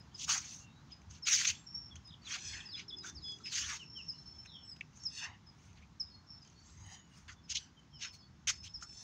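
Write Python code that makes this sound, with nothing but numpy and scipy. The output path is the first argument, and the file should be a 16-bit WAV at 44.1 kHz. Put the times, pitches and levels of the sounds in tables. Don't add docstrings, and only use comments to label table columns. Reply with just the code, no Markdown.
import sys
import numpy as np
from scipy import signal
from scipy.fft import rfft, irfft, next_fast_len
from scipy.io import wavfile
from scipy.ndimage import uniform_filter1d, map_coordinates

SR = 44100
rng = np.random.default_rng(int(sys.argv[2]) if len(sys.argv) > 2 else 0)


def inscribe(sig):
    pcm = np.round(np.clip(np.atleast_2d(sig).T, -1, 1) * 32767)
    wavfile.write(sys.argv[1], SR, pcm.astype(np.int16))


def linear_from_db(decibels):
    return 10 ** (np.asarray(decibels, float) / 20)


N = 398214

# frequency in Hz, density in dB per Hz.
TOWN_COLOUR_DB = [(15, -21.5), (25, -32.5), (74, 0), (130, 2.5), (195, -2.5), (531, -24), (936, -17),
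                  (1260, -19.5), (2550, -27.5), (4740, -29.5), (5430, -28.5), (6740, -30), (8360, -51),
                  (13200, -59), (16000, -49)]
# time in seconds, level in dB.
TOWN_LEVEL_DB = [(0.0, -57.5), (1.0, -58.5), (9.03, -61.5)]
# centre in seconds, level in dB, length in seconds.
GUSTS = [(0.26, -52.5, 0.025), (1.094, -50.5, 0.055), (1.52, -51, 0.029), (2.536, -54.5, .07),
         (3.19, -50, 0.035), (5.78, -61, .12), (1.97, -57, .04), (4.27, -56, .04), (3.67, -54.5, 0.064),
         (4.4, -61, 0.058), (5.3, -57, 0.042), (7.55, -56.5, .07), (1.844, -59.5, .05), (7.3, -57, 0.047),
         (6.796, -57.5, 0.14), (8.624, -56, 0.24)]
# frequency in Hz, gain in dB.
MIC_DB = [(25, -19), (55, -2.5), (13500, 0.5), (14500, 3), (15700, -0.5), (15900, -57)]
# nearest, rise and fall in seconds, level in dB, firing rate in Hz, climb in Hz per second.
VEHICLE = (3.0, 1, 2, -69.5, 41, 4.5)

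# start and length in seconds, start pitch in Hz, level in dB.
CHIPS = [(0, 0.02, 5220, -57.5), (.144, 0.019, 5180, -45.5), (.916, .024, 5120, -48.5),
         (2.043, 0.063, 5180, -55.5), (2.44, 0.064, 5440, -50), (2.651, 0.03, 5400, -47.5),
         (2.698, .11, 5240, -48), (2.879, 0.026, 5700, -45), (2.96, 0.07, 5150, -47.5),
         (3.213, 0.13, 5110, -46), (4.081, 0.033, 5710, -37.5), (4.709, 0.032, 5160, -47.5),
         (5.051, 0.0313, 5770, -34), (5.461, 0.051, 5250, -58.5), (5.997, 0.025, 5690, -34.5),
         (6.416, 0.026, 4960, -57.5), (7.933, 0.052, 5670, -57), (1.222, 0.037, 5600, -42.5),
         (3.435, 0.05, 5230, -44.5), (7.432, 0.04, 5470, -65), (8.18, 0.045, 5450, -62),
         (8.736, 0.036, 5800, -42)]
DEEP_CHIPS = [
    (7.496, 0.03, 5530, -42.5),
]
CHIP_END_HZ, DEEP_CHIP_END_HZ = 5000, 4840
# start and length in seconds, start and end pitch in Hz, level in dB.
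SONG = [(1.906, 0.034, 3530, 3220, -55), (1.963, 0.0077, 2840, 3530, -53), (2.077, .026, 3540, 4000, -62),
        (2.102, .013, 4150, 2960, -56), (2.12, 0.0154, 3000, 3900, -56), (2.137, 0.0095, 3830, 2840, -50),
        (2.246, 0.021, 4040, 3960, -55), (2.264, 0.025, 3710, 3000, -47), (2.302, 0.031, 3200, 3330, -47),
        (2.41, .03, 4250, 4400, -58), (2.423, .035, 5300, 3900, -61), (2.53, 0.013, 3700, 2850, -46.5),
        (2.571, 0.012, 2650, 3500, -57), (2.602, 0.014, 3740, 2930, -45), (2.686, .026, 4900, 4620, -50),
        (2.708, 0.036, 4600, 3470, -54), (2.736, 0.025, 3610, 3300, -42), (2.761, 0.03, 3750, 4400, -49.5),
        (2.901, 0.016, 3870, 3060, -47.5), (2.921, 0.032, 3416, 3476, -43.5),
        (3.016, 0.034, 3970, 3730, -57), (3.2, .045, 4250, 3500, -64.5), (3.054, 0.063, 3510, 3590, -55),
        (3.147, 0.051, 5680, 4060, -50), (3.235, .12, 3430, 3330, -44), (3.458, 0.039, 5600, 4950, -44.5),
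        (3.489, 0.068, 4950, 2830, -51), (3.62, 0.021, 2950, 2400, -64), (3.788, 0.059, 3220, 2420, -50.5),
        (3.949, 0.076, 3270, 2420, -48.5), (7.765, .045, 3200, 2980, -63),
        (7.922, 0.065, 3240, 2900, -61.5)]
FAR_BIRDS = [(.108, 0.036, 2860, 3600, -72), (.586, 0.12, 2825, 2650, -66), (.66, 0.17, 3630, 4100, -68.5),
             (1.49, 0.19, 7600, 7390, -66), (2.213, 0.028, 4520, 4460, -65),
             (3.212, 0.071, 7200, 6360, -68), (4.134, 0.097, 4280, 4100, -59.5),
             (4.243, 0.088, 4240, 4510, -70), (4.642, 0.084, 7760, 7800, -72),
             (5.985, 0.04, 4050, 4200, -68), (6.09, 0.086, 4390, 4306, -62.5),
             (6.45, 0.037, 3100, 3140, -70), (6.553, .071, 4380, 4530, -61.5),
             (6.62, 0.15, 7400, 7630, -72), (5.33, .045, 3780, 3700, -74), (7.6, .06, 3110, 2950, -64),
             (8.22, 0.03, 3450, 3380, -65), (6.06, .025, 3850, 3750, -71), (8.118, 0.055, 4400, 4260, -62),
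             (8.19, .09, 4460, 4440, -63.5), (4.11, .06, 2950, 2900, -68), (4.33, .04, 3420, 3350, -72),
             (4.385, .035, 3100, 3020, -68), (4.23, .04, 3150, 3050, -73), (6.335, .035, 4450, 4400, -72),
             (6.37, .025, 3950, 3550, -72), (5.81, .025, 6100, 6050, -73), (7.36, .05, 3500, 3450, -70)]
# peak, rise and fall in seconds, level in dB, pitch in Hz.
FAST_TRILLS = [
    (1.673, 0.011, 0.13, -49.5, 5440),
    (1.751, 0.013, 0.13, -41.5, 5430),
    (3.975, .2, 0.2, -50, 5370),
    (4.07, 0.1, 0.015, -54.5, 5320),
    (6.31, 0.038, 0.106, -51.5, 5350),
    (8.07, 0.12, 0.086, -51.5, 5290),
]
SLOW_TRILLS = [
    (4.364, 0.2, 0.11, -54, 5340),
    (4.51, 0.017, 0.12, -58.5, 5430),
    (4.7, 0.059, 0.02, -53, 5340),
    (4.27, .02, .06, -54, 5340),
    (6.04, .02, .11, -61, 5080),
    (5.045, 0.041, 0.0089, -53, 5430),
    (8.54, .02, 0.16, -56, 5220),
    (8.69, 0.079, 0.037, -58, 5280),
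    (9.02, 0.2, 0.015, -53, 5320),
]
# blur in Hz, depth in dB, droop in Hz, clear notes in dB.
FAST_TEXTURE = (295, 16.2, 30, -1)
SLOW_TEXTURE = (81, 6, 25, -12)
TRILL_PER_S = 27

# frequency in Hz, density in dB per Hz.
CLOTH_COLOUR_DB = [(290, -36), (500, 26), (1140, -6.5), (1440, -4), (2190, -5), (6330, -2.5), (8700, -23),
                   (13300, -49), (16000, -30)]
# fastest, rise and fall in seconds, 6-7.3 kHz hiss in dB, 1.3-2.8 kHz body over hiss in dB.
SWISHES = [(2.48, 0.19, 0.19, -45.5, -13.5), (5.183, 0.085, 0.077, -46, -4.5),
           (5.24, 0.05, 0.11, -60.5, 12), (6.945, 0.26, 0.07, -58.5, 0), (9.02, 0.25, 0.058, -54, -17),
           (7.6, .03, 0.099, -56.5, -6), (2.55, 0.13, 0.14, -64, 12), (5.245, .05, .035, -52, -5),
           (8.56, .03, .08, -63, -8), (.47, .08, .1, -62, -4), (1.55, .03, .1, -63, -3)]
# body in kHz, fine hiss in dB.
FABRICS = [(2.2, -9), (2.47, -5), (1.61, -14), (1.75, 1), (1.47, -7), (2, -8), (1.7, -14), (2.2, -5),
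           (2.2, -8), (3, -8), (3.2, -18)]
# comb spacing at start and end in Hz, strength 0-1.
GROUND_ECHOES = [(815, 905, .55), (890, 890, .85), (900, 960, .5), (965, 985, .6), (880, 880, .45),
                 (1500, 1500, .5), (840, 900, .75), (890, 900, .85), (900, 930, .8), (870, 900, .6),
                 (880, 860, .6)]
SWISH_DEPTH_DB, SWISH_FILL_DB = 22.5, 11
# time in seconds, level
# in dB, centre in Hz.
BREATHY_LOW = [(4.47, -61, 4020), (4.56, -54.5, 3350), (4.68, -74, 3050)]
BREATHY_MID = [(6.84, -72, 3020), (6.95, -67, 3130), (7.05, -76, 2960), (7.16, -72, 2850)]
BREATHY_DEEP = [(6.86, -78, 1950), (6.91, -67, 1860), (7.04, -78, 1875)]
BREATHY_BASS = [(6.78, -75, 950), (6.93, -65, 800), (7.0, -81, 780)]
BREATHY_HIGH = [(6.77, -67, 6320), (6.94, -61, 6620), (7.09, -79, 6840)]

# start in seconds, level in dB, pitch in Hz.
THUDS = [(.277, -45, 1340), (.315, -55.5, 990), (.35, -58, 814), (1.305, -53, 1300), (2.36, -61, 750),
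         (2.526, -53, 2150), (5.29, -65.5, 750), (2.66, -68, 900), (5.82, -66, 2400), (3.728, -56, 950),
         (7.279, -62, 3550), (7.284, -56, 1950), (7.305, -60, 1400), (8.04, -56, 1500), (3.042, -49, 1500),
         (3.085, -57, 1600), (3.398, -64, 1310), (8.474, -63, 726), (8.819, -52.5, 1400)]
THUD_S = 0.0096
# start in seconds, peak in dB, sharp 9 kHz ring and low knock over the tick in dB.
TICKS = [(1.956, -48.5, -23, -2), (2.0744, -58.5, -8, -10), (2.9851, -47.5, -43, -17),
         (3.2824, -62, -30, 5), (3.319, -46, -37, -18), (3.386, -52, -40, -7), (4.8087, -55.5, -28, 23.5),
         (4.9725, -48, -23, -13), (4.931, -65, -35, 2), (5.036, -41.5, -36, -28), (7.56, -39, -33, -2),
         (7.793, -64, -20, -8), (4.155, -66, -30, -15), (4.196, -64, -22.5, -12), (4.27, -66, -30, -15),
         (6.449, -55, -35, -8), (6.475, -55, -35, -14), (6.499, -55, -28, -12), (6.864, -60, 0, -1),
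         (8.4716, -32, -25, -17), (8.894, -55, -34, -7), (1.017, -60, -30, 2), (1.184, -56, -30, -6),
         (5.73, -60, -30, -4), (6.427, -60, -30, -6), (8.018, -50, -30, 0), (8.829, -48, -30, -8),
         (8.928, -58, -30, -2), (.327, -30, -14, -10), (1.327, -30, -16, -10), (8.4826, -33, -12, -10)]

# frequency in Hz, density in dB per Hz.
SOLE_COLOUR_DB = [(290, -59), (500, -5), (1570, -12), (1820, -14.5), (2980, -6.5), (4090, -6), (4530, -2),
                  (5020, -4.5), (6420, 3.5), (8330, -24.5), (13300, -49.5), (16000, -30)]
# start and slide in seconds, 6-7.3 kHz hiss in dB, 1.3-2.8 kHz weight over hiss in dB,
# sole body in kHz.
SKIDS = [(.281, 0.02, -42, -8.5, 1.39), (.303, 0.04, -33.5, -7, 1.84), (.348, 0.037, -41.5, -8.5, 1.46),
         (1.271, 0.011, -37, -4.5, 2.2), (1.288, 0.034, -33.5, -9.5, 2.17), (2.389, 0.0032, -57, 1, 2.4),
         (3.04, 0.02, -55.5, -6, 1.5), (3.07, 0.03, -50.5, -15, 1.47), (3.525, 0.065, -44, -3.5, 2.3),
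         (3.612, 0.085, -44, -3, 1.9), (3.7, 0.073, -45.5, -1.5, 1.63), (3.462, 0.035, -61, 5.5, 2.3),
         (8.642, .035, -55, -6, 2.77)]
MORE_SKIDS = [
    (1.33, 0.035, -31, -12, 2.4),
    (1.378, .015, -39.5, -7, 2.4),
    (1.402, 0.053, -38, -7.5, 1.95),
    (1.475, 0.033, -37, -5.5, 2.3),
]
DRAGS = [
    (.22, 0.027, -45, -14.5, 3.5),
    (1.49, 0.0082, -53, -28, 1.03),
    (2.313, 0.05, -46.5, 1.5, 1.84),
    (3.59, 0.0073, -39.5, -11, 1.9),
    (.42, 0.12, -57.5, -12, 2.1),
    (3.27, 0.28, -69, -20, 1.2),
    (4.03, 0.44, -76, -9, 1.9),
    (4.96, 0.095, -68, -14, 1.7),
]
STAMPS = [
    (1.956, .005, -59.5, -6, 1.34),
    (7.281, 0.022, -62, 8, 1.7),
    (8.474, 0.031, -34, -4.5, 2.08),
]
# rise in seconds, sag in dB per second, stop and settle in seconds, dust above 8 kHz in dB.
SKID_SHAPE = (0.022, 89, 0.015, 0.14, 1.5)
DRAG_SHAPE = (0.084, 7.4, 0.02, .03, 0.12)
STAMP_SHAPE = (.004, 40, .016, .07, -1)
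# closest and half length in seconds, hiss
# and weight in dB, sole body in kHz.
BRUSHES = [(7.505, 0.019, -47.5, -7.5, 2.7), (7.522, 0.02, -43.5, -4, 2.8), (7.557, 0.012, -44, -0.5, 3.9),
           (7.571, 0.022, -46, -2.5, 3.9), (1.454, .007, -33.5, -1.5, 2.4), (3.8, 0.05, -63, -18, 3.1),
           (7.326, 0.023, -58.5, -13, 2.7), (8.028, 0.032, -51.5, 0, 2.74), (8.056, 0.041, -52, 4.5, 2.18),
           (.59, 0.071, -59.5, -21, 1.6), (0.921, 0.051, -74.5, 6, 2.9), (1.112, .016, -58, -16, 1.2),
           (1.152, 0.045, -58, -12, 3), (2.796, 0.045, -58.5, 7.5, 2.3), (3.985, 0.044, -70, -13, 1.2),
           (5.778, .018, -78, 9.5, 2.3), (5.825, .04, -79, 9.5, 2.1), (6.48, 0.14, -73.5, -7, 2.8),
           (6.687, 0.12, -64.5, -11, 1.4), (8.83, 0.021, -49.5, -11, 0.71)]
FLICKS = [
    (.55, .09, -60, -22, 2.5),
    (4.767, 0.0048, -62.5, 2, 2.5),
    (4.46, 0.015, -71, 10, 1.94),
    (5.655, 0.15, -72, -1, 1.9),
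    (7.18, 0.11, -67.5, -1, 1.4),
    (8.145, 0.029, -59, -10, 2.5),
]
EDGE_DB, STOP_DB, SETTLE_DB, BRUSH_DEPTH_DB = 29, 17, 27, 18.5
LEAN = 0.046
DUST_PER_DB, BRUSH_DUST_DB, FLICK_DUST_DB = 0.03, -2, 10


def evened(x):
    return x / np.sqrt(np.mean(x ** 2) + 1e-20)


def read(points, hz):
    f, value = np.transpose(points)
    return np.interp(np.log(hz + 1), np.log(f + 1), value)


def add(mix, start_s, sound):
    part = mix[round(start_s * SR):][:len(sound)]
    part += sound[:len(part)]


def slow(count, span):
    return evened(uniform_filter1d(uniform_filter1d(rng.standard_normal(count), span), span))


def tent(s, rise_s, fall_s, db, depth_db, before, at, after):
    foot_db = db - depth_db
    return [(s - 1.4 * rise_s, foot_db - 16, before),
            (s - rise_s, foot_db, before),
            (s, db, at),
            (s + fall_s, foot_db, after),
            (s + 1.4 * fall_s, foot_db - 16, after)]


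def unroll(rows):
    s, *columns = np.transpose(rows)
    t = np.arange(s[0], s[-1], 1 / SR)
    db, *rest = (np.interp(t, s, c) for c in columns)
    fade = signal.windows.tukey(len(t), min(1, 260 / len(t)))
    return s[0], linear_from_db(db) * fade, *rest


def resonate(x, hz, width_hz):
    turn = np.exp(2j * np.pi * np.cumsum(hz * np.ones(len(x))) / SR)
    r = np.exp(-np.pi * width_hz / SR)
    return 2 * (turn * signal.lfilter([(1 - r) ** 2], [1, -2 * r, r * r], x / turn)).real


def blur(hz, width_hz):
    settle = 400
    count = len(hz) + settle
    z = rng.standard_normal(count) + 1j * rng.standard_normal(count)
    z = signal.sosfilt(signal.butter(7, width_hz / 2, fs=SR, output="sos"), z)[settle:]
    return evened((z * np.exp(2j * np.pi * np.cumsum(hz) / SR)).real)


def mottled(x, patchy_db, long, wide):
    z = signal.stft(x, nperseg=256)[2]
    patches = uniform_filter1d(rng.standard_normal(z.shape[::-1]), long, 0)
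    patches = uniform_filter1d(patches, wide, 1).T
    return signal.istft(z * linear_from_db(patchy_db * evened(patches)), nperseg=256)[1][:len(x)]


def scatter(x, t60_s, gap_s):
    t = np.arange(SR // 2) / SR
    signs = rng.choice([-1., 1.], len(t)) * (rng.random(len(t)) < .05)
    taps = signs * linear_from_db(-60 * t / t60_s) * (t > gap_s)
    return signal.oaconvolve(x, taps / np.linalg.norm(taps))[:N]


def halves(x, colour, body_khz, dust_db):
    z, hz = rfft(x), np.fft.rfftfreq(len(x), 1 / SR)
    low = 1 / (1 + (hz / 4000) ** 4)
    octaves = np.log2((hz + 1) / (1000 * np.clip(body_khz, 1.15, 4.5)))
    hump_db = -8.8 * octaves ** 2 - 8.5 * np.minimum(octaves, 0) ** 2
    body = low * linear_from_db(read(colour, hz) + hump_db)
    treble = (1 - low) * linear_from_db(read(colour, hz) + dust_db * (hz > 8000))
    bands = ((treble, 6000, 7300), (body, 1300, 2800))
    return [irfft(z * g, len(x)) / np.sqrt(np.mean(g ** 2 * (hz > a) * (hz < b))) for g, a, b in bands]


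def rub(rows, noise, colour, body_khz, dust_db):
    s, gain, weight_db = unroll(rows)
    piece = np.resize(noise[round(s * SR):], next_fast_len(len(gain)))
    treble, body = (v[:len(gain)] for v in halves(piece, colour, body_khz, dust_db))
    return s, gain * (treble + linear_from_db(weight_db) * body)


def town():
    frames, hz = N // 256 + 5, np.fft.rfftfreq(1024, 1 / SR)
    a, b, patches = rng.standard_normal((frames, 513, 3)).T
    patches = evened(uniform_filter1d(uniform_filter1d(patches, 10, 0), 16, 1))
    z = (a + 1j * b) * linear_from_db(read(TOWN_COLOUR_DB, hz)[:, None] + 0.77 * patches)
    hum = signal.istft(z * (hz < 400)[:, None], nperseg=1024, noverlap=768)[1]
    level = linear_from_db(np.interp(np.arange(N) / SR, *np.transpose(TOWN_LEVEL_DB)))
    return level * signal.istft(z, nperseg=1024, noverlap=768)[1][:N] / hum.std()


def wind():
    t = np.arange(N) / SR
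    level = linear_from_db(-71 + 4.5 * slow(N, 3000))
    for s, db, length_s in GUSTS:
        level = level + linear_from_db(db) * np.exp(-((t - s) / length_s) ** 2)
    return level * evened(resonate(rng.standard_normal(N), 78.0, 45))


def traffic():
    s, rise_s, fall_s, db, hz, climb = VEHICLE
    s, gain, hz = unroll(tent(s, rise_s, fall_s, db, 20.5, hz - climb * rise_s, hz, hz + climb * fall_s))
    orders = sum(blur(k * hz, 8) for k in range(6, 11))
    roar = evened(resonate(rng.standard_normal(len(hz)), 323, 160))
    out = np.zeros(N)
    add(out, s, gain * (linear_from_db(-5.5) * orders + roar))
    return out


def note(length_s, start_hz, end_hz, db):
    u = np.arange(round((length_s + 0.048) * SR)) / (length_s * SR)
    fuzz_hz = 25 * linear_from_db(.5 * np.clip(-60.0 - db, 0, 25))
    bend = 1.7 if end_hz > 4600 else .7 if end_hz < 2600 else .85
    glide = np.clip(1 - u, 0, 1) ** bend
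    hz = end_hz + (start_hz - end_hz) * glide + fuzz_hz * slow(len(u), 60)
    sung = np.clip(np.minimum(u, 1 - u) / 0.26, 0, 1)
    linger_db = -14.5 - abs(start_hz - end_hz) / 60 * (end_hz < 4600) - 690 * length_s * (u - 1)
    linger = linear_from_db(linger_db) * np.clip((u - .8) / 0.22, 0, 1)
    shape = np.maximum(sung, linger) * signal.windows.tukey(len(u), .04)
    return linear_from_db(db + 1.0 + 1.1 * slow(len(u), 120)) * shape * np.sin(2 * np.pi * np.cumsum(hz) / SR)


def bird_notes():
    near, far = np.zeros((2, N))
    for table, end_hz in ((CHIPS, CHIP_END_HZ), (DEEP_CHIPS, DEEP_CHIP_END_HZ)):
        for s, length_s, hz, db in table:
            add(near, s, note(length_s, hz, end_hz, db))
    for s, *row in SONG:
        add(near, s, note(*row))
    for s, *row in FAR_BIRDS:
        sung = note(*row)
        add(far, s, sung * (.8 + .5 * slow(len(sung), 250)))
    return near + 0.79 * far + linear_from_db(-4.5) * scatter(far, .15, .003)


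def bird_trills():
    out = np.zeros(N)
    for table, texture in ((FAST_TRILLS, FAST_TEXTURE), (SLOW_TRILLS, SLOW_TEXTURE)):
        width_hz, depth_db, droop_hz, clear_db = texture
        for *row, hz in table:
            s, gain, hz = unroll(tent(*row, depth_db, hz + droop_hz, hz, hz - droop_hz))
            beat = np.arange(len(hz)) * TRILL_PER_S / SR % 1
            fall_hz = hz + width_hz * (.5 - beat ** 2)
            falls = np.sin(np.pi * beat) * np.sin(2 * np.pi * np.cumsum(fall_hz) / SR)
            add(out, s, gain * evened(blur(hz, width_hz) + linear_from_db(clear_db) * evened(falls)))
    return out


def cloth():
    hiss = rng.standard_normal(N) * linear_from_db(0.62 * slow(N, 100))
    hiss = evened(mottled(hiss, patchy_db=3.6, long=22, wide=2))
    out = np.zeros(N)
    for (*row, full_db), fabric, (start_hz, end_hz, echo) in zip(SWISHES, FABRICS, GROUND_ECHOES):
        rows = tent(*row, SWISH_DEPTH_DB, full_db, full_db, full_db + SWISH_FILL_DB)
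        s, direct = rub(rows, hiss, CLOTH_COLOUR_DB, *fabric)
        at = np.arange(len(direct))
        source = at - SR / np.linspace(start_hz, end_hz, len(at))
        late = map_coordinates(direct, [source])
        later = map_coordinates(late, [source])
        add(out, s, (direct + 1.25 * echo * late + 0.45 * echo * later) / (1.15 + 1.3 * echo))
    return out


def breathy_bands():
    out = np.zeros(N)
    breaths = ((BREATHY_LOW, 550), (BREATHY_HIGH, 330), (BREATHY_MID, 150), (BREATHY_DEEP, 300), (BREATHY_BASS, 220))
    for rows, width_hz in breaths:
        s, gain, hz = unroll(rows)
        add(out, s, gain * blur(hz, width_hz))
    return out


def heels():
    out, u = np.zeros(N), np.arange(3000) / (THUD_S * SR)
    for s, db, hz in THUDS:
        ring = evened(resonate(rng.standard_normal(len(u)), hz, 0.2 * hz))
        add(out, s, linear_from_db(db) * u * np.exp(1 - u) * ring)
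    return out


def ticks():
    out, t = np.zeros(N), np.arange(900) / SR
    for s, db, sharp_db, knock_db in TICKS:
        crack = rng.standard_normal(len(t)) * linear_from_db(-60 * t / 0.018)
        rings = ((6320, 1300, 0), (9180, 430, sharp_db), (2550, 1050, knock_db))  # Hz, width Hz, dB
        tick = np.zeros(len(t))
        for hz, width_hz, ring_db in rings:
            ring = resonate(resonate(crack, hz, 2 * width_hz), hz, width_hz)
            tick += linear_from_db(ring_db) * ring / abs(ring).max()
        add(out, s, linear_from_db(db) * tick)
    return out


def stroke(s, slide_s, db, weight_db, rise_s, sag_db_per_s, stop_s, settle_s):
    times = s + np.cumsum([-rise_s, rise_s, slide_s, stop_s, settle_s])
    under_db = np.array([EDGE_DB, 0, 0, STOP_DB, STOP_DB + SETTLE_DB])
    sag_db = sag_db_per_s * slide_s * np.array([0, 0, 1, 1, 1])
    return np.transpose([times, db - under_db - sag_db, weight_db + LEAN * under_db])


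def slipping():
    grains = 1.5 * rng.standard_normal(N) * (rng.random(N) < 700 / SR)
    slips = rng.standard_normal(N) * linear_from_db(0.78 * slow(N, 30) + 0.9 * slow(N, 200))
    return evened(evened(mottled(slips, patchy_db=3.3, long=8, wide=4)) + grains)


def soles():
    slips, out = slipping(), np.zeros(N)
    strokes = ((SKIDS, SKID_SHAPE), (MORE_SKIDS, SKID_SHAPE), (DRAGS, DRAG_SHAPE), (STAMPS, STAMP_SHAPE))
    for table, (*shape, dust_db) in strokes:
        for s, slide_s, db, weight_db, khz in table:
            rows = stroke(s, slide_s, db, weight_db, *shape)
            faint_dust_db = DUST_PER_DB * max(-50 - db, 0)
            add(out, *rub(rows, slips, SOLE_COLOUR_DB, khz, dust_db + faint_dust_db))
    for table, dust_db in ((BRUSHES, BRUSH_DUST_DB), (FLICKS, FLICK_DUST_DB)):
        for s, half_s, db, weight_db, khz in table:
            ends_db = weight_db + LEAN * BRUSH_DEPTH_DB
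            rows = tent(s, half_s, half_s, db, BRUSH_DEPTH_DB, ends_db, weight_db, ends_db)
            add(out, *rub(rows, slips, SOLE_COLOUR_DB, khz, dust_db))
    return out


def scene():
    background = town() + wind() + traffic()
    notes, trills = bird_notes(), bird_trills()
    trees = linear_from_db(-8.5) * scatter(notes, 0.17, 0.0056) + linear_from_db(-22.5) * scatter(notes + trills, 0.64, 0.037)
    drill = heels() + ticks() + soles()
    fence = linear_from_db(-22) * scatter(drill, .13, .006)
    return (background + notes + trills + trees + cloth() + breathy_bands() + drill + fence)[None]


def band_limit(x):
    return signal.sosfilt(signal.butter(12, 16320, fs=SR, output="sos"), x)


def record(dry):
    heard = irfft(rfft(dry) * linear_from_db(read(MIC_DB, np.fft.rfftfreq(N, 1 / SR))), N)
    return band_limit(heard)


dry = scene()
out = record(dry)
inscribe(out)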